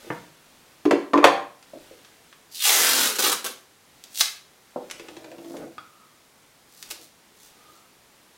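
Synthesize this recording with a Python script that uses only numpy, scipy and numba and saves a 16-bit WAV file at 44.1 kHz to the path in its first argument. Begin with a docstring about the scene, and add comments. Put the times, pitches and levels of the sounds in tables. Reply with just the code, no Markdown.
"""Soft bench knocks come first, then a stapler is put down on a pine board and topples over: struck modes.
Masking tape is pulled off its roll in one long rip and a few jerks, then torn off: a crackle of
tiny fractures, radiated by a strip that sounds lower as it lengthens. The dropped roll wobbles to
rest in ever quicker taps over a rumble, while the strip crinkles and is smoothed onto the work.
Cloth rustles softly, a small workshop reflects everything, and a steady hiss lies beneath."""
import sys
import numpy as np
from scipy import signal
from scipy.fft import rfft, irfft, next_fast_len
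from scipy.io import wavfile
from scipy.ndimage import uniform_filter1d
from numba import njit

SR = 44100
rng = np.random.default_rng(int(sys.argv[2]) if len(sys.argv) > 2 else 0)


def log_audio(samples):
    """Write samples as a 16-bit WAV file to the path given in sys.argv[1]."""
    # one column per channel
    frames = np.atleast_2d(samples).T
    # limit to full scale, then quantise
    limited = np.clip(frames, -1, 1)
    pcm = np.round(limited * 32767).astype(np.int16)
    wavfile.write(sys.argv[1], SR, pcm)


N = 369116
TIME = np.arange(N) / SR

# Glue threads snapping, relative spectrum: pitch_hz [Hz], level_db [dB per Hz]
PEEL_SPECTRUM = [(40, -9), (80, 6), (130, -9), (200, -2), (310, -4), (420, -2), (620, -3.5), (1100, -1.5),
                 (2000, -3.5), (3000, 0.5), (5000, 0.5), (8000, -0.5), (12000, -1), (16000, -5)]
# Resonances of the roll's cardboard core: pitch_hz [Hz], width_hz [Hz], level_db [dB]
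CORE_RESONANCES = [(403, 49, 5), (517, 59, 1), (1320, 41, -12), (1550, 68, -0.5)]
# The free strip lengthens with the pull and so sounds lower
STRIP_START_M, STRIP_END_M, SOUND_M_PER_S = 0.028, 0.5, 343
STRIP_SPREAD_SHARE = 0.37   # share of the pull over which the arms do most of their spreading
# Its resonance lies this far above the lowest pitch that it radiates
RING_START_OFFSET_HZ, RING_END_OFFSET_HZ = 1910, 970
GRIP_TIGHT_DB, GRIP_LOOSE_DB = -16, 0.5   # drive of the core in a tight and in a loose hand


def peel():
    """Fracture noise and quarter-wave radiation: glue threads snap, and a longer strip radiates deeper."""
    pull = pull_speed()
    unrolled = np.cumsum(pull) / pull.sum()
    spread = 1 - np.exp(-unrolled / STRIP_SPREAD_SHARE)
    length_m = STRIP_START_M + (STRIP_END_M - STRIP_START_M) * spread
    lowest_hz = SOUND_M_PER_S / (4 * length_m)
    offset_hz = RING_START_OFFSET_HZ + (RING_END_OFFSET_HZ - RING_START_OFFSET_HZ) * unrolled
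    lowest_step = np.tan(np.pi * lowest_hz / SR)
    ring_step = np.tan(np.pi * (lowest_hz + offset_hz) / SR)

    # the ridges of the crepe paper let go in clumps
    ridge_noise = low_cut(soften(rng.normal(size=N), 550), 140)
    ridges = unit(amp(3.0 * unit(ridge_noise)))
    snapping = soften(pull, 200, order=1) * ridges * crackle(per_s=4000, spread_db=5.0)
    threads = colour(snapping, PEEL_SPECTRUM)

    # two high-pass stages follow the lowest radiated pitch
    first_stage, _ = sweep(threads, lowest_step, 1.7)
    radiated, _ = sweep(first_stage, lowest_step, .8)
    _, low_ring = sweep(radiated, ring_step, .24)
    _, high_ring = sweep(radiated, 3.1 * ring_step, .18)
    strip_ring = amp(.5) * low_ring + amp(-9) * high_ring

    # the core rings more freely as the arms spread and the grip loosens
    loose = amp(np.interp(unrolled, [.45, .85], [GRIP_TIGHT_DB, GRIP_LOOSE_DB]))
    core_ring = sum(amp(db) * resonate(loose * radiated, hz, width_hz)
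                    for hz, width_hz, db in CORE_RESONANCES)
    return radiated + strip_ring + core_ring


# Short jerks on the tape: start_s [s], length_s [s], level_db [dB]
TAPE_JERKS = [(2.514, .03, -49), (2.542, 0.039, -39), (3.155, 0.0073, -30), (3.184, 0.018, -22),
              (3.222, 0.073, -22.5), (3.316, 0.012, -22), (3.442, 0.024, -29), (3.482, 0.036, -47)]
JERK_RELEASE_DB_PER_S = 700
# The long pull speeds up, holds while slowly sagging, and lets go
PULL_FULL_S, PULL_HOLD_S, PULL_DB = 2.6546, .415, -19
PULL_ATTACK_DB_PER_S, PULL_SAG_DB_PER_S, PULL_RELEASE_DB_PER_S = 299, 10.5, 188


def pull_speed():
    """Excitation by speed: one long pull and sudden jerks set how fast the tape leaves the roll, as a gain."""
    speed = stroke(PULL_FULL_S, PULL_DB, PULL_ATTACK_DB_PER_S, PULL_RELEASE_DB_PER_S,
                   PULL_HOLD_S, PULL_SAG_DB_PER_S)
    for s, length, db in TAPE_JERKS:
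        jerk = (TIME >= s) * stroke(s, db, 0, JERK_RELEASE_DB_PER_S, length)
        speed = np.maximum(speed, jerk)
    return speed


# Parting paper fibres, relative spectrum: pitch_hz [Hz], level_db [dB per Hz]
FIBRE_SPECTRUM = [(300, -23), (1500, -28), (2800, -10), (4500, -3), (8000, -4.5), (16000, -7.5)]
# Fingers sliding along the tape: middle_s [s], length_s [s], level_db [dB]
FINGER_RUBS = [(5.53, 0.19, -56.5), (6.81, .14, -53), (6.912, 0.017, -36.5), (7.03, 0.055, -52),
               (7.44, 0.097, -54.5), (7.75, 0.091, -63)]
# The tear swells until the strip is off
TEAR_S, TEAR_DB, TEAR_ATTACK_DB_PER_S, TEAR_RELEASE_DB_PER_S = 4.207, -24.5, 340, 1200


def paper():
    """Fibre fracture: crackle bursts as the strip tears across, and again as fingers rub it down."""
    tearing = stroke(TEAR_S, TEAR_DB, TEAR_ATTACK_DB_PER_S, TEAR_RELEASE_DB_PER_S)
    tear = tearing * crackle(per_s=1500, spread_db=6)
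    rub = swells(FINGER_RUBS) * crackle(per_s=1000, spread_db=7.0)
    return colour(tear + rub, FIBRE_SPECTRUM)


# Stapler on the board: start_s [s], board_db [dB], ring_db [dB], clatter_db [dB], contact_hz [Hz]
STAPLER_HITS = [(0.8534, -17.5, -30, -23.5, 5060), (0.87, -21.5, -38.5, -37, 1203),
                (0.9096, -24, -35, -10, 3002), (0.928, -16, -41, -16, 699),
                (1.134, -25, -12.5, -16.5, 2580), (1.155, -18, -20.5, -20.5, 1203),
                (1.176, -19, -21, -14, 1985), (1.2279, -39, -12, -18.5, 900),
                (1.242, -19.5, -10.5, -1, 5013), (1.2492, -39, -19, -7, 4982), (1.270, -42, -18, -11, 4962)]
# Modes of the pine board, the steel and the housing: pitch_hz [Hz], level_db [dB], t60_s [s]
BOARD_MODES = [(258, -12, .1), (291.7, 5, 0.21), (344.4, 1, 0.27), (397, 2, .17), (419, -4, 0.17)]
STEEL_MODES = [(787, -15.5, 0.39), (900.6, -12.5, 0.083), (996, -7, 0.14), (1026.6, -3.5, 0.31),
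               (1079, -3, 0.071), (1162, -2.5, 0.12), (1366, -21.5, 0.073), (1480, -20.5, 0.14),
               (1780, -16, 0.16), (1845, -21, 0.11), (2266, -17.5, .14), (2694, -23.5, .1),
               (3261, -26, .07), (4000, -29, 0.067), (6640, -22.5, 0.13), (11100, -31.5, .1)]
HOUSING_MODES = [(443, -7, .13), (472.5, -8, .19), (500, -7.5, .1), (538.4, -14, 0.13), (586, -10, .17),
                 (706, -15.5, 0.14)]
# Dense short-lived modes under the separate ones, relative: pitch_hz [Hz], level_db [dB per Hz]
CLATTER_SPECTRUM = [(40, -32.5), (100, -33.5), (200, -15.5), (300, -11), (520, -1), (800, -5.5),
                    (1100, -7.5), (1400, -12.5), (1900, -12.5), (2400, -15.5), (3500, -18.5), (6000, -23.5),
                    (10000, -28.5), (16000, -29.5)]


def stapler():
    """Modal impact: blows boom in the board, ring the steel, rattle the housing; returns (boom, clack)."""
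    boom, clack = np.zeros(N), np.zeros(N)
    for s, board_db, ring_db, clatter_db, contact_hz in STAPLER_HITS:
        low_modes = amp(board_db) * ring(BOARD_MODES) + amp(clatter_db) * ring(HOUSING_MODES)
        add(boom, s, low_modes)
        clatter = amp(clatter_db) * burst(CLATTER_SPECTRUM, t60=0.045)
        add(clack, s, soften(amp(ring_db) * ring(STEEL_MODES) + clatter, contact_hz, order=1))
    return low_cut(boom, 120), low_cut(clack, 40)


# Fingers and the roll tapping: start_s [s], level_db [dB], contact_hz [Hz]
CORE_TAPS = [(1.627, -28.5, 8150), (2.048, -27, 5950), (2.3275, -22.5, 3046), (4.900, -16.5, 6040),
             (4.9115, -11.5, 11020), (5.568, -24, 9000), (5.7815, -23, 3500), (6.905, -21, 4000)]
# Tap on cardboard, relative spectrum: pitch_hz [Hz], level_db [dB per Hz]
TAP_SPECTRUM = [(150, -28), (700, -12.5), (1400, -1), (2500, 0), (4000, -4), (7000, -3.5), (16000, -11)]
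# Snaps of the taut strip: start_s [s], level_db [dB], lowest_hz [Hz]
STRIP_SNAPS = [(4.0395, -16, 2470), (4.148, -15, 3000), (4.1572, -12, 3000), (4.1756, -6, 2360),
               (4.1962, -3, 2300), (4.2087, 13.5, 1420), (4.211, 4.5, 250), (4.2154, -4, 200),
               (6.8272, -12.5, 1200), (6.910, -22, 300), (6.9124, -8.5, 300)]
# Snap of the strip, relative spectrum: pitch_hz [Hz], level_db [dB per Hz]
SNAP_SPECTRUM = [(40, -33), (150, -24), (400, -9.5), (1200, -5.5), (2300, -3.5), (3300, -2.5), (4400, 1),
                 (6500, -3), (10000, -7.5), (16000, -12)]
# Modes of a light clink: pitch_hz [Hz], level_db [dB], t60_s [s]
CLINK_MODES = [(1276, 8, 0.036), (1298, -26, 0.28), (1390, 4, 0.066), (1520, -10, 0.061), (3340, -3, 0.035),
               (3750, -12, 0.052), (4620, -6, 0.04)]
CLINK_S, CLINK_DB = 5.7814, -40.5
RIM_DB, RIM_LOSS_DB, RIM_CONTACT_HZ = -16, 2.5, 4900   # first touch; loss per touch


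def small_clicks():
    """Impulse response: taps on the cardboard core, snaps of the strip and a clink are brief pulses."""
    out = np.zeros(N)
    rim = [(s, RIM_DB - RIM_LOSS_DB * k, RIM_CONTACT_HZ) for k, s in enumerate(rim_touches())]
    for s, db, contact_hz in list(CORE_TAPS) + rim:
        tap = amp(db) * click(TAP_SPECTRUM, rattle_db=-17, t60=0.026)
        add(out, s, soften(tap, contact_hz))
    for s, db, lowest_hz in STRIP_SNAPS:
        snap = amp(db) * click(SNAP_SPECTRUM, rattle_db=-30.5, t60=0.025)
        add(out, s, low_cut(snap, lowest_hz))
    add(out, CLINK_S, amp(CLINK_DB) * ring(CLINK_MODES))
    return low_cut(out, 70)


# The dropped roll wobbles: its rim touches down ever sooner
WOBBLE_START_S, WOBBLE_GAP_S, WOBBLE_GAP_RATIO = 4.997, .088, .935


def rim_touches(count=9):
    """Geometric series of contacts: each gap between touches of the rim is a fixed share of the last."""
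    elapsed_gaps = (1 - WOBBLE_GAP_RATIO ** np.arange(count)) / (1 - WOBBLE_GAP_RATIO)
    return WOBBLE_START_S + WOBBLE_GAP_S * elapsed_gaps


# The rumble grows as the roll flattens, surges after each touch and stops when it lies still
REST_S, RUMBLE_DB, RUMBLE_GROWTH_DB_PER_S, RUMBLE_STOP_DB_PER_S = 5.645, -49, 15.5, 800
SURGE_DB, SURGE_S = 3, 0.036
SETTLE_LENGTH_S, SETTLE_DB = 0.094, -41.5


def wobble():
    """Rolling contact force: it grows, surges after each touch and ends in a shudder."""
    surges = sum(swell(s + SURGE_S / 2, SURGE_S, 0) for s in rim_touches())
    growth = stroke(REST_S, RUMBLE_DB, RUMBLE_GROWTH_DB_PER_S, RUMBLE_STOP_DB_PER_S)
    turning = growth * amp(SURGE_DB * surges)
    shudder = swell(REST_S, SETTLE_LENGTH_S, SETTLE_DB) * stroke(REST_S, 0, 0, RUMBLE_STOP_DB_PER_S)
    return (TIME > WOBBLE_START_S - WOBBLE_GAP_S) * turning + shudder


# Rumble of rolling, relative spectrum: pitch_hz [Hz], level_db [dB per Hz]
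ROLLING_SPECTRUM = [(60, -21), (130, -5.5), (220, -1.5), (300, 8), (450, -3), (630, 5.5), (780, -4),
                    (950, -17), (1500, -14.5), (2500, -26.5), (5000, -46)]
# The work shifting under the fingers: middle_s [s], length_s [s], level_db [dB]
WORK_NUDGES = [(6.912, 0.013, -49.5), (6.99, 0.062, -60), (7.68, 0.12, -69)]
# Modes of the bench top, also used by bench_knocks: pitch_hz [Hz], level_db [dB], t60_s [s]
BENCH_MODES = [(310, -12, 0.19), (336.8, 3, 0.36), (480, -1, 0.098), (585, -2, 0.12), (616, -31, 0.081),
               (757, -17, .07)]
BENCH_HUM_DB = 2   # gain of the bench's hum


def rolling():
    """Forced vibration: the roll and later the shifting work rumble and drive the bench; (rumble, hum)."""
    bumps = (wobble() + swells(WORK_NUDGES)) * crackle(per_s=450, spread_db=3)
    bench = ring(BENCH_MODES)
    hum = signal.fftconvolve(bumps, bench / np.linalg.norm(bench))[:N]
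    return colour(bumps, ROLLING_SPECTRUM), amp(BENCH_HUM_DB) * low_cut(hum, 230)


# Things set down on the bench or lifted off it:
# start_s [s], level_db [dB], ring_db [dB], lowest_hz [Hz], contact_hz [Hz]
BENCH_CONTACTS = [(.045, -36, -56, 174, 485), (0.066, -29, -47, 250, 480), (0.1028, -17.5, -62, 50, 2800),
                  (1.7338, -25, -52, 360, 499), (1.756, -27, -68, 376, 466),
                  (1.9108, -34, -49.5, 375.6, 480), (4.760, -22, -34.5, 289, 1020),
                  (4.776, -25.5, -40, 250, 760), (5.541, -29, -43, 402, 1100)]
# Dull knock, relative spectrum: pitch_hz [Hz], level_db [dB per Hz]
THUD_SPECTRUM = [(40, -13), (90, -16), (140, -5), (220, -2), (350, -3.5), (600, -2), (1000, -3.5),
                 (1400, -10.5), (2200, -17), (3500, -27.5), (8000, -42)]
# Each touch of the rim also knocks dully on the bench and sets it ringing
RIM_KNOCK_DB, RIM_RING_DB, RIM_LOWEST_HZ, RIM_SOFT_HZ = -38, -45.5, 260, 860


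def bench_knocks():
    """Soft-contact impact: a low-passed blow gives a dull knock on the heavy bench top."""
    out = np.zeros(N)
    rim = [(s, RIM_KNOCK_DB, RIM_RING_DB, RIM_LOWEST_HZ, RIM_SOFT_HZ) for s in rim_touches()]
    for s, db, ring_db, lowest_hz, contact_hz in list(BENCH_CONTACTS) + rim:
        knock = amp(db) * burst(THUD_SPECTRUM, t60=0.041) + amp(ring_db) * ring(BENCH_MODES)
        add(out, s, low_cut(soften(knock, contact_hz, order=4), lowest_hz))
    return out


# Faint squeaks as the tape is drawn tight: middle_s [s], length_s [s], level_db [dB]
TAPE_SQUEAKS = [(6.0, 0.2, -63), (7.72, 0.22, -64)]
SQUEAK_HZ = 1247


def squeak(width_hz):
    """Friction-excited resonance: noise passes twice through one narrow peak."""
    once = resonate(rng.normal(size=N), SQUEAK_HZ, width_hz)
    return swells(TAPE_SQUEAKS) * unit(resonate(once, SQUEAK_HZ, width_hz))


# Sleeves and hands moving: middle_s [s], length_s [s], level_db [dB]
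CLOTH_MOVES = [(.05, 0.26, -52.5), (.62, 0.64, -61.5), (1.85, 0.31, -57.5), (2.25, .35, -62.5),
               (4.04, .24, -60.5), (5.05, 0.52, -57), (5.8, 0.36, -67.5), (6.9, .12, -56),
               (7.6, 0.4, -61.5), (8.25, .3, -68)]
# Rustling cloth, relative spectrum: pitch_hz [Hz], level_db [dB per Hz]
CLOTH_SPECTRUM = [(100, -5), (300, -1.5), (1000, -5.5), (3000, -6), (7000, -11.5), (16000, -16)]


def sleeves():
    """Friction noise: dense crackle, coloured as cloth, swells with each movement."""
    return swells(CLOTH_MOVES) * colour(crackle(per_s=3000, spread_db=1.5), CLOTH_SPECTRUM)


# Steady hiss, relative spectrum: pitch_hz [Hz], level_db [dB per Hz]
AIR_SPECTRUM = [(15, -58.5), (25, -21), (140, -10), (253, -8.5), (322, -10.5), (359, -9), (666, -12),
                (722, -11), (1080, -12.5), (1660, -14.5), (2120, -14), (2560, -16.5), (3440, -16.5),
                (9810, -21), (15500, -26)]
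AIR_DB = -57


def hiss():
    """Stationary noise: white noise shaped by a fixed spectrum."""
    return amp(AIR_DB) * colour(rng.normal(size=N), AIR_SPECTRUM)


# Decay of the room: pitch_hz [Hz], t60_s [s]
ROOM_DECAY = [(100, 0.52), (300, 0.42), (1000, 0.38), (3000, 0.39), (7000, 0.32), (15000, 0.32)]


def workshop(early_db, early_t60, late_db, wall_hz):
    """Reverberation: a quick cluster from bench and wall, then a tail that dies sooner in the treble."""
    edges, tail = np.geomspace(70, 18000, num=13), 0
    for low, high in zip(edges, edges[1:]):
        band_pass = signal.butter(2, [low, high], "band", fs=SR, output="sos")
        band = signal.sosfilt(band_pass, rng.normal(size=SR // 2))
        tail = tail + band * fade(at_hz(ROOM_DECAY, np.sqrt(low * high)))
    age = TIME[:SR // 2]
    early = rng.normal(size=len(age)) * fade(early_t60) * (age > .002)
    tail = tail * np.clip(age / .012, 0, 1)
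    response = amp(early_db) * unit(early) + amp(late_db) * unit(tail)
    return soften(response, wall_hz, order=1) / np.sqrt(len(age))


def reflections(x, turns_per_s):
    """Time-varying reflection: hands and body keep moving, so one pattern gives way to another."""
    angle = 2 * np.pi * turns_per_s * TIME
    out = 0
    for share in (np.cos(angle), np.sin(angle)):
        room = workshop(early_db=-3.0, early_t60=.05, late_db=-4.0, wall_hz=11400)
        out = out + signal.fftconvolve(x * share, room)[:N]
    return out


def amp(db):
    """Logarithmic level: decibels to gain."""
    return 10 ** (np.asarray(db) / 20)


def unit(x):
    """Power normalisation: scale to rms 1."""
    return x / np.sqrt(np.mean(x ** 2) + 1e-20)


def at_hz(points, hz):
    """Logarithmic pitch: read a table on a log-frequency axis."""
    known_hz, values = np.transpose(points)
    return np.interp(np.log(np.maximum(hz, 1)), np.log(known_hz), values)


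def colour(x, spectrum):
    """Minimum-phase (causal) filtering with this spectrum; white noise keeps its power."""
    size = 2 * next_fast_len(len(x))
    gains = unit(amp(at_hz(spectrum, np.linspace(0, SR / 2, size // 2 + 1))))
    cepstrum = irfft(np.log(gains))
    # folding the cepstrum forward makes the filter causal
    cepstrum[1:size // 2] *= 2
    cepstrum[size // 2 + 1:] = 0
    return irfft(rfft(x, size) * np.exp(rfft(cepstrum)))[:len(x)]


def soften(x, hz, order=2):
    """Contact stiffness as a low-pass: a softer contact passes less treble."""
    return signal.sosfilt(signal.butter(order, min(hz, .45 * SR), fs=SR, output="sos"), x)


def low_cut(x, hz):
    """Radiation as a high-pass: small things radiate little bass."""
    return signal.sosfilt(signal.butter(2, hz, "high", fs=SR, output="sos"), x)


def resonate(x, hz, width_hz):
    """Single resonance, gain 1 at its peak."""
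    return signal.lfilter(*signal.iirpeak(hz, hz / width_hz, fs=SR), x)


@njit
def sweep(x, step, damping):
    """State-variable filter with a moving centre: high-pass and band-pass outputs."""
    high, band = np.zeros(len(x)), np.zeros(len(x))
    first = second = 0.0
    for i in range(len(x)):
        g = step[i]
        high[i] = (x[i] - (damping + g) * first - second) / (1 + g * (damping + g))
        band[i] = g * high[i] + first
        first = band[i] + g * high[i]
        second += 2 * g * band[i]
    return high, band * damping


def fade(t60):
    """Exponential damping: half a second of decay, 60 dB per t60."""
    return 1000.0 ** (-TIME[:SR // 2] / t60)


def add(out, s, sound):
    """Superposition: mix a sound in at time s."""
    start = round(s * SR)
    out[start:start + len(sound)] += sound[:N - start]


def ring(modes):
    """Modal synthesis: damped sines, each with a slightly different strength on every blow."""
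    age, out = TIME[:SR // 2], 0
    for k, (hz, db, t60) in enumerate(modes):
        strength = (-1) ** k * amp(db + rng.normal())   # neighbours in opposite phase
        out = out + strength * fade(t60) * np.sin(2 * np.pi * hz * age)
    return out


def burst(spectrum, t60):
    """High modal density: many overlapping modes die together, as decaying noise."""
    return colour(rng.choice([-1, 1], SR // 2) * fade(t60), spectrum)


def click(spectrum, rattle_db, t60):
    """Impulse excitation: one sharp pulse with a brief rattle behind it."""
    pulse = amp(rattle_db) * rng.normal(size=SR // 2) * fade(t60)
    pulse[0] = 1
    return colour(pulse, spectrum)


def crackle(per_s, spread_db):
    """Random point process: tiny fractures of uneven size, at an even mean level."""
    sizes = amp(spread_db * np.clip(rng.normal(size=N), -2, 2)) * rng.choice([-1, 1], N)
    clicks = sizes * (rng.random(N) < per_s / SR)
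    return clicks / np.sqrt(np.abs(uniform_filter1d(clicks ** 2, size=900)) + 1e-6)


def swell(s, length, db):
    """Gaussian envelope: a smooth rise and fall around time s."""
    return amp(db) * np.exp(-np.minimum(2 * ((TIME - s) / length) ** 2, 30))


def swells(rows):
    """Summed envelopes: one swell for each (middle_s, length_s, level_db) row."""
    return sum(swell(*row) for row in rows)


def stroke(s, db, attack_db_per_s, release_db_per_s, hold_s=0, sag_db_per_s=0):
    """Exponential envelope: a gain that climbs to db at time s, sags while held, then is released."""
    age = TIME - s
    rise = attack_db_per_s * np.maximum(-age, 0)
    sag = sag_db_per_s * np.clip(age, 0, hold_s)
    release = release_db_per_s * np.maximum(age - hold_s, 0)
    return amp(db - np.minimum(rise + sag + release, 150))


def scene():
    """Superposition of direct and reflected sound: all sources in the room, over a steady hiss."""
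    boom, clack = stapler()
    rumble, hum = rolling()
    small = clack + bench_knocks() + small_clicks() + peel() + paper()
    small = small + rumble + squeak(width_hz=150) + sleeves()
    wood = boom + hum   # the broad bench top is close to the microphone, so it is heard drier
    reflected = reflections(small + amp(-9) * wood, turns_per_s=1.6)
    return (small + wood + reflected + hiss())[None]


def gain_control(x, threshold_db, share, release_db_per_s, attack_hz):
    """Dynamic compression: loud sounds pull the gain down; it creeps back afterwards."""
    loudness = 10 * np.log10(np.abs(soften(x[0] ** 2, 27, order=1)) + 1e-12)
    cut = share * np.maximum(loudness - threshold_db, 0)
    held = np.maximum.accumulate(cut + release_db_per_s * TIME) - release_db_per_s * TIME
    return x * amp(-soften(held, attack_hz, order=1))


CUTOFF_HZ = 15920


def record(dry):
    """Compression, clipping and band-limiting: gain control, a brittle overload, a steep top cut."""
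    levelled = gain_control(dry, threshold_db=-17.0, share=0.22, release_db_per_s=17.0, attack_hz=11)
    distortion = low_cut(np.clip(levelled, -1, 1) - levelled, 400)   # only beyond full scale
    top_cut = signal.ellip(12, .1, 70, CUTOFF_HZ, fs=SR, output="sos")
    return signal.sosfilt(top_cut, levelled + distortion)


dry = scene()
out = record(dry)
log_audio(out)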